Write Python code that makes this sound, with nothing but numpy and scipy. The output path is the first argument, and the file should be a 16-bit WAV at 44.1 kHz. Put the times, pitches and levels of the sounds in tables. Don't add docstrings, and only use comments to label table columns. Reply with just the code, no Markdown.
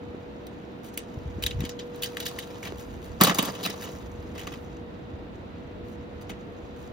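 import sys
import numpy as np
from scipy import signal
from scipy.fft import rfft, irfft, next_fast_len
from scipy.io import wavfile

SR = 44100
rng = np.random.default_rng(int(sys.argv[2]) if len(sys.argv) > 2 else 0)


def digitize_waveform(pressure):
    field = np.atleast_2d(pressure).T
    bounded = np.clip(field, -1, 1)
    quanta = np.round(bounded * 32767).astype(np.int16)
    wavfile.write(sys.argv[1], SR, quanta)


N = 305480


def from_db(db):
    return 10 ** (np.asarray(db) / 20)


def rms_one(x):
    return x / np.sqrt(np.mean(x ** 2) + 1e-20)


def in_time(rows):
    s, *columns = np.transpose(rows)
    return [np.interp(np.arange(N) / SR, s, column) for column in columns]


def at_hz(points, hz):
    table_hz, values = np.transpose(points)
    return np.interp(np.log(hz + 1), np.log(table_hz + 1), values)


def drift(corner_hz):
    step = 40
    r = np.exp(-2 * np.pi * corner_hz * step / SR)
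    white = rng.standard_normal(N // step + 2002)
    slow = signal.lfilter([1], [1, -2 * r, r * r], white)[2000:]
    return np.interp(np.arange(N) / step, np.arange(len(slow)), rms_one(slow))


def resonate(x, modes):
    out, power = 0, 0
    for k, (hz, width, db) in enumerate(modes):
        r = np.exp(-np.pi * width / SR)
        poles = [1, -2 * r * np.cos(2 * np.pi * hz / SR), r * r]
        drive = x[k % len(x)] + 1e-18
        ringing = signal.lfilter([1, 0, -1], poles, drive)
        out = out + (-1) ** k * from_db(db) * (1 - r * r) / 2 * ringing
        power += from_db(2 * db) * np.pi * width / SR
    return out / np.sqrt(power)


def grains(per_s, spread_db):
    size_db = spread_db * np.minimum(rng.exponential(1, N), 5)
    sizes = from_db(size_db) * rng.choice([-1, 1], N)
    return rms_one(sizes * (rng.random(N) < per_s / SR))


# pitch_hz [Hz], density_db [relative dB per Hz]
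TOWN_SPECTRUM = [(24, -9.5), (40, -9), (118, -3), (167, -4), (256, 2), (354, -7), (479, -6), (630, -9.5),
                 (965, -15.5), (4130, -30.5), (6490, -135.5), (8770, -71.5), (14100, -51.5), (16000, -77)]
# pitch_hz [Hz], likeness [-1 to 1]
TOWN_LIKENESS = [(60, 0.89), (150, 0.98), (380, 0.41), (950, -0.23), (2380, -0.078), (5980, 0.18),
                 (15000, 0.47)]
TOWN_DB = -41


def town():
    out, edges_hz = 0, 22 * 2 ** np.arange(0, 9.6, .5)
    white = rng.standard_normal((2, 2, N))
    for k, (low, high) in enumerate(zip(edges_hz, edges_hz[1:])):
        band = signal.butter(2, [low, high], "band", fs=SR, output="sos")
        mid, side = signal.sosfilt(band, white[k % 2])
        hz = np.sqrt(low * high)
        alike = np.clip(at_hz(TOWN_LIKENESS, hz), -1, 1)
        gain = from_db(at_hz(TOWN_SPECTRUM, hz) + 0.4 * drift(12.05))
        out = out + gain * (np.sqrt(1 + alike) * mid + np.sqrt(1 - alike) * side * [[1], [-1]])
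    return from_db(TOWN_DB + np.array([[-.4], [.4]])) * rms_one(out)


# time_s [s], level_db [dB]; the low band drops away briefly after the 3.3 s bang
WIND_LEVEL = [(0, -41), (0.3, -54), (1.0, -59), (1.17, -42), (1.62, -36.5), (1.8, -55), (2.4, -55),
              (2.6, -48), (3.22, -41.5), (3.38, -66), (3.9, -44.5), (6.92, -46.5)]
# start_s [s], level_db [dB, near peak], pitch_hz [Hz]
WIND_EDDIES = [(0.146, -28, 330), (1.171, -26, 104), (1.257, -27.5, 118), (1.268, -28.5, 69),
               (1.364, -29, 88), (1.384, -25, 265), (1.443, -27.5, 63.4), (1.466, -30, 105),
               (1.545, -25.5, 107), (1.561, -25, 68.6), (1.584, -23, 101), (1.599, -21, 113),
               (1.619, -22.5, 166), (1.638, -21, 258), (5.135, -30, 77.4)]


def wind():
    low = signal.butter(3, [46, 100], "band", fs=SR, output="sos")
    lumps = from_db(0.9 * drift(60))
    mid, side = signal.sosfilt(low, rng.standard_normal((2, N))) * lumps
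    both = mid * from_db([[-.8], [.8]]) + 0.31 * side * [[1], [-1]]
    out = from_db(in_time(WIND_LEVEL)[0]) * rms_one(both)
    for s, db, hz in WIND_EDDIES:
        cycles = np.arange(round(2.5 * SR / hz)) * hz / SR
        thump = np.sin(2 * np.pi * cycles) * cycles * np.exp(1 - 2.53 * cycles) * 3
        out[:, round(s * SR):][:, :len(thump)] += from_db(db + np.array([[.5], [-.5]])) * thump
    return out


# time_s [s], level_db [dB rms]
HUM_LEVEL = [(0, -44), (0.77, -53), (1.9, -40.5), (3.1, -50), (3.5, -45.5), (5.15, -48.5), (5.38, -55.5),
             (5.9, -46), (6.92, -51.5)]
HUM_HZ = 482.8


def hum():
    phase = 2 * np.pi * HUM_HZ * np.arange(N) / SR + .2 * drift(4)
    right_lead = [[0], [.8]]
    return np.sqrt(2) * from_db(in_time(HUM_LEVEL)[0]) * np.sin(phase + right_lead)


# time_s [s], level_db [dB]
RUSTLE_LEVEL = [(0, -83), (0.75, -82), (1.04, -75.5), (1.46, -71), (1.62, -64), (1.75, -75), (2.04, -63.5),
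                (2.3, -59.5), (2.75, -66.5), (3.26, -68.5), (3.38, -44), (3.6, -57.5), (3.93, -57.5),
                (4.09, -72.5), (4.55, -65.5), (4.93, -90), (5.6, -110), (6.1, -88), (6.92, -76)]
# middle_s [s], length_s [s], level_db [dB at the top]
FOIL_STROKES = [(0.863, 0.074, -54.5), (2.8, 0.063, -54), (3.06, 0.088, -59.5), (3.832, 0.059, -44.5),
                (5.897, 0.13, -67), (6.219, 0.023, -53), (6.823, 0.14, -67.5)]
RUB_RE_RUSTLE_DB, RUB_LEAST_DB = 4, -73.5
STROKE_RUB_DB = -3


def handling_force():
    rustle_db, t = in_time(RUSTLE_LEVEL)[0], np.arange(N) / SR
    rub = from_db(rustle_db + RUB_RE_RUSTLE_DB) + from_db(RUB_LEAST_DB)
    rub = rub * from_db(2.7 * drift(27.4))
    swish = from_db(rustle_db + 1.8 * drift(10))
    strokes = 0
    for middle_s, length_s, db in FOIL_STROKES:
        half_cycle = np.pi * np.clip((t - middle_s) / length_s, -.5, .5)
        strokes = strokes + from_db(db) * np.cos(half_cycle)
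    handles = rub + from_db(STROKE_RUB_DB) * strokes
    jaws, panel = swish + strokes, from_db(10.0) * rub
    return np.array([jaws, panel] + [handles] * len(HANDLE_MODES))


# pitch_hz [Hz], width_hz [Hz], level_db [relative dB]
HANDLE_MODES = [(1630, 280, 0), (1960, 220, 1), (2300, 220, -2), (2600, 240, -2), (2960, 150, 2),
                (3300, 220, -1), (3730, 110, 2), (4000, 120, 0), (4750, 260, -1), (5400, 350, -3),
                (6600, 800, -2)]
# pitch_hz [Hz], width_hz [Hz], level_db [relative dB]
JAW_MODES = [(8400, 1500, 1), (10700, 1200, 0), (12100, 1200, -2), (13800, 1300, -1), (15450, 400, 0)]
# pitch_hz [Hz], width_hz [Hz], level_db [relative dB]
PANEL_MODES = [(137.2, 38, 0), (187.2, 29, 7), (266.7, 44, 3), (367.5, 102, -1), (460, 130, 1),
               (700, 235, -2.5), (935, 186, -2), (1110, 209, -4), (1400, 234, -13)]
# pitch_hz [Hz], width_hz [Hz], level_db [relative dB]
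RIB_MODES = [(1000, 110, -12), (1165, 95, 0), (1320, 120, -4)]


def tool(force, per_s=4500, spread_db=3.2):
    ticks = force * grains(per_s, spread_db)
    patchy = from_db([3.5 * drift(70) for _ in HANDLE_MODES])
    hardness = np.tanh(force[1] / 0.4)
    jaws = resonate(ticks[:1], JAW_MODES)
    panel = resonate(ticks[1:2], PANEL_MODES)
    rib = from_db(-2.5) * resonate(ticks[1:2] * hardness, RIB_MODES)
    return jaws + panel + rib + resonate(ticks[2:] * patchy, HANDLE_MODES)


# start_s [s], level_db [dB of force],
# pitch_hz [Hz, handle pitch struck nearest], jaw_db [dB re force], t60_s [s of chatter]
HAND_CLICKS = [(0.4665, -40.5, 3500, 4, 0.018), (0.8445, -44, 3000, 5, .02), (0.8854, -44, 1500, 5, .016),
               (0.9375, -40, 6500, 3, .018), (0.974, -24.5, 2700, 5.5, 0.022), (0.9885, -37, 6500, 4, .018),
               (1.4225, -24, 2900, -1, .032), (1.4355, -22, 3300, 3, 0.02), (1.4622, -19, 3300, 0, .028),
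               (1.505, -29, 2800, -13, 0.04), (1.6044, -25, 2100, -5, 0.017),
               (1.6362, -36, 2370, -21, 0.045), (1.6496, -29, 3400, -5, 0.038),
               (1.691, -28, 5440, -9, 0.026), (1.789, -31, 3460, -17, 0.055), (1.958, -45, 4500, 8, .014),
               (2.02, -26, 3900, 2, 0.04), (2.032, -24, 3300, 2, 0.055), (2.0554, -33, 4850, -5, .05),
               (2.168, -23, 2200, -3, .022), (2.199, -29, 3470, 1, 0.045), (2.2205, -35, 4000, -9, .06),
               (2.2535, -27, 4000, -2, .035), (2.2618, -24.5, 3820, 2, 0.032), (2.28, -30, 4140, 3, 0.033),
               (2.3865, -25, 3700, 2, .026), (2.422, -37, 3000, -6, .05)]
# start_s [s], level_db [dB of force], pitch_hz [Hz, handle pitch struck nearest],
# jaw_db [dB re force], panel_db [dB re force], t60_s [s of chatter]
FLOOR_BOUNCES = [(3.2007, -22, 2170, -37, 9.5, 0.14), (3.21, -14, 4800, 9, 3, 0.022),
                 (3.213, -15, 1840, 2, 3, 0.026), (3.2347, -15, 5100, 11, 4, 0.025),
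                 (3.243, -15, 3900, 0, 0, 0.05), (3.2675, -17.5, 2750, -5, 7, 0.076),
                 (3.2935, -20.5, 1980, -9.5, 5, .054), (3.3077, -25.5, 1970, -15, 10, 0.04),
                 (3.3444, -24, 4500, 5, 6, 0.03), (3.373, -36, 4130, -3, 19.5, 0.041),
                 (3.3842, -14, 3200, 2, 4.5, .032), (3.4232, -26, 3000, 7.5, 8, 0.038),
                 (3.4505, -25, 3500, 4, 4.5, 0.039), (3.5485, -31.5, 2940, -6, 1, 0.026),
                 (3.628, -28, 4040, -1, -4, 0.11), (3.649, -27, 3000, -10, 5, .04),
                 (3.659, -23, 2300, -2, 0, .04), (3.696, -26, 3970, -5, 1, 0.045)]
# start_s [s], level_db [dB of force], panel_db [dB re force],
# t60_s [s of chatter]
WIRE_TAPS = [(2.624, -33.5, 3, 0.094), (2.648, -32, -1, 0.06), (2.669, -31, -1, .04),
             (4.349, -40, 15, .045), (4.3764, -31.5, -13, .038), (4.3924, -32.5, -11, .04),
             (4.4114, -34, 2, .035), (4.4305, -38, 6, .04), (4.468, -32, 6, .045), (4.518, -36, 9, 0.045),
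             (4.5364, -36, 4, .022), (6.293, -30, 6, 0.045)]
HELD_PANEL_DB = -20
TAP_HZ, TAP_JAW_DB = 2400, -7


def contacts():
    held = [(s, db, hz, jaw_db, HELD_PANEL_DB, t60) for s, db, hz, jaw_db, t60 in HAND_CLICKS]
    taps = [(s, db, TAP_HZ, TAP_JAW_DB, panel_db, t60) for s, db, panel_db, t60 in WIRE_TAPS]
    return held + FLOOR_BOUNCES + taps


RISE_SHARE, RISE_SHARE_PER_DB, HARD_DB = .045, .0015, -15


def contact_force():
    mode_hz = np.array(HANDLE_MODES)[:, 0]
    force = np.zeros((2 + len(HANDLE_MODES), N))
    for s, db, hz, jaw_db, panel_db, t60 in contacts():
        fall_s = max(t60, .004)
        at, t = round(s * SR), np.arange(round(fall_s * SR)) / SR
        rise_share = RISE_SHARE + RISE_SHARE_PER_DB * max(HARD_DB - db, 0)
        rise = 1 - np.exp(-t / (rise_share * t60 + 1e-4))
        chatter = rise * from_db(-60 * t / fall_s)
        handle_db = 6 - 12 * np.tanh(np.abs(np.log2(mode_hz / hz)))
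        part_db = np.r_[jaw_db, panel_db, handle_db]
        force[:, at:at + len(t)] += from_db(db + part_db)[:, None] * chatter
    return force


SCATTER_T60_S, SCATTER_DB = 0.14, -3


def scatter(force):
    r = from_db(-60 / (SCATTER_T60_S * SR))
    energy = signal.lfilter([1 - r * r], [1, -r * r], force ** 2 + 1e-18)
    lingering = np.sqrt(np.abs(energy))
    walls = signal.butter(2, [500, 6500], "band", fs=SR, output="sos")
    return from_db(SCATTER_DB) * signal.sosfilt(walls, [tool(lingering), tool(lingering)])


# [Hz, pitch struck nearest]
CLEAN_KNOCKS = [(1.4375, -18, 2900), (1.4632, -18, 3700), (1.5102, -28, 3700), (2.0335, -18, 3000),
                (2.0585, -29, 4600), (2.1695, -14, 1700), (2.2628, -21, 3100), (2.2645, -25, 1700),
                (2.3875, -21, 1900), (2.675, -27, 1550), (2.723, -23, 370), (3.2108, -4, 1170),
                (3.2155, -12, 190), (3.2375, -9, 1250), (3.2438, -11, 1400), (3.248, -14, 3400),
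                (3.2705, -13, 1120), (3.3095, -13, 1250), (3.3863, -10, 950), (3.388, -21, 260),
                (3.6405, -29, 3950), (3.6625, -21, 1350), (3.666, -29, 290), (3.697, -24, 370),
                (4.36, -25, 420), (4.4735, -23, 1200), (6.3, -23, 750)]
KNOCK_FALL_DB, KNOCK_REACH_OCT, KNOCK_SPREAD_DB, KNOCK_DB_PER_OCT = 18, .4, 2, 4


def knocks():
    out, modes = 0, PANEL_MODES + RIB_MODES + HANDLE_MODES
    s, db, near_hz = np.transpose(CLEAN_KNOCKS)
    uneven_db = KNOCK_SPREAD_DB * rng.standard_normal((len(s), len(modes)))
    for k, (hz, width, mode_db) in enumerate(modes):
        r, w = np.exp(-np.pi * width / SR), 2 * np.pi * hz / SR
        octaves = np.abs(np.log2(hz / near_hz))
        reach_db = -KNOCK_FALL_DB * np.tanh(octaves / KNOCK_REACH_OCT) - KNOCK_DB_PER_OCT * octaves
        impulses = np.zeros(N)
        strike = from_db(db + mode_db + reach_db + uneven_db[:, k])
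        impulses[(s * SR).astype(int)] = (-1) ** k * strike
        out = out + signal.lfilter([.5, 0, -.5], [1, -2 * r * np.cos(w), r * r], impulses + 1e-18)
    return out


# pitch_hz [Hz], left_lead [radians]
PORT_PHASE = [(100, 0), (1300, -1.3), (1950, -1.4), (2800, 1.1), (3600, 1.2), (4650, .3), (8600, -3.14),
              (11300, -4.9), (13400, -6.0), (15700, -6.8)]
# pitch_hz [Hz], left_minus_right_db [dB]
PORT_LEAN = [(200, -2.5), (900, -.5), (4200, 2), (10000, 0)]


def ports(near):
    size = next_fast_len(N + SR // 10)
    hz = np.fft.rfftfreq(size, 1 / SR)
    half = np.exp(.5j * at_hz(PORT_PHASE, hz)) * from_db(at_hz(PORT_LEAN, hz) / 2)
    return irfft(np.array([half, 1 / half]) * rfft(near, size), size)[:, :N]


def scene():
    blows, handling = contact_force(), handling_force()
    near = tool(blows) + tool(handling, per_s=2000, spread_db=3.5) + knocks()
    return ports(near) + scatter(blows + handling) + town() + wind() + hum()


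CUTOFF_HZ = 16700


def record(dry):
    lean = signal.sosfilt(signal.butter(2, 40, "high", fs=SR, output="sos"), dry)
    rounded = .95 * np.tanh(lean / .95)
    return signal.sosfilt(signal.ellip(12, .5, 75, CUTOFF_HZ, fs=SR, output="sos"), rounded)


dry = scene()
out = record(dry)
digitize_waveform(out)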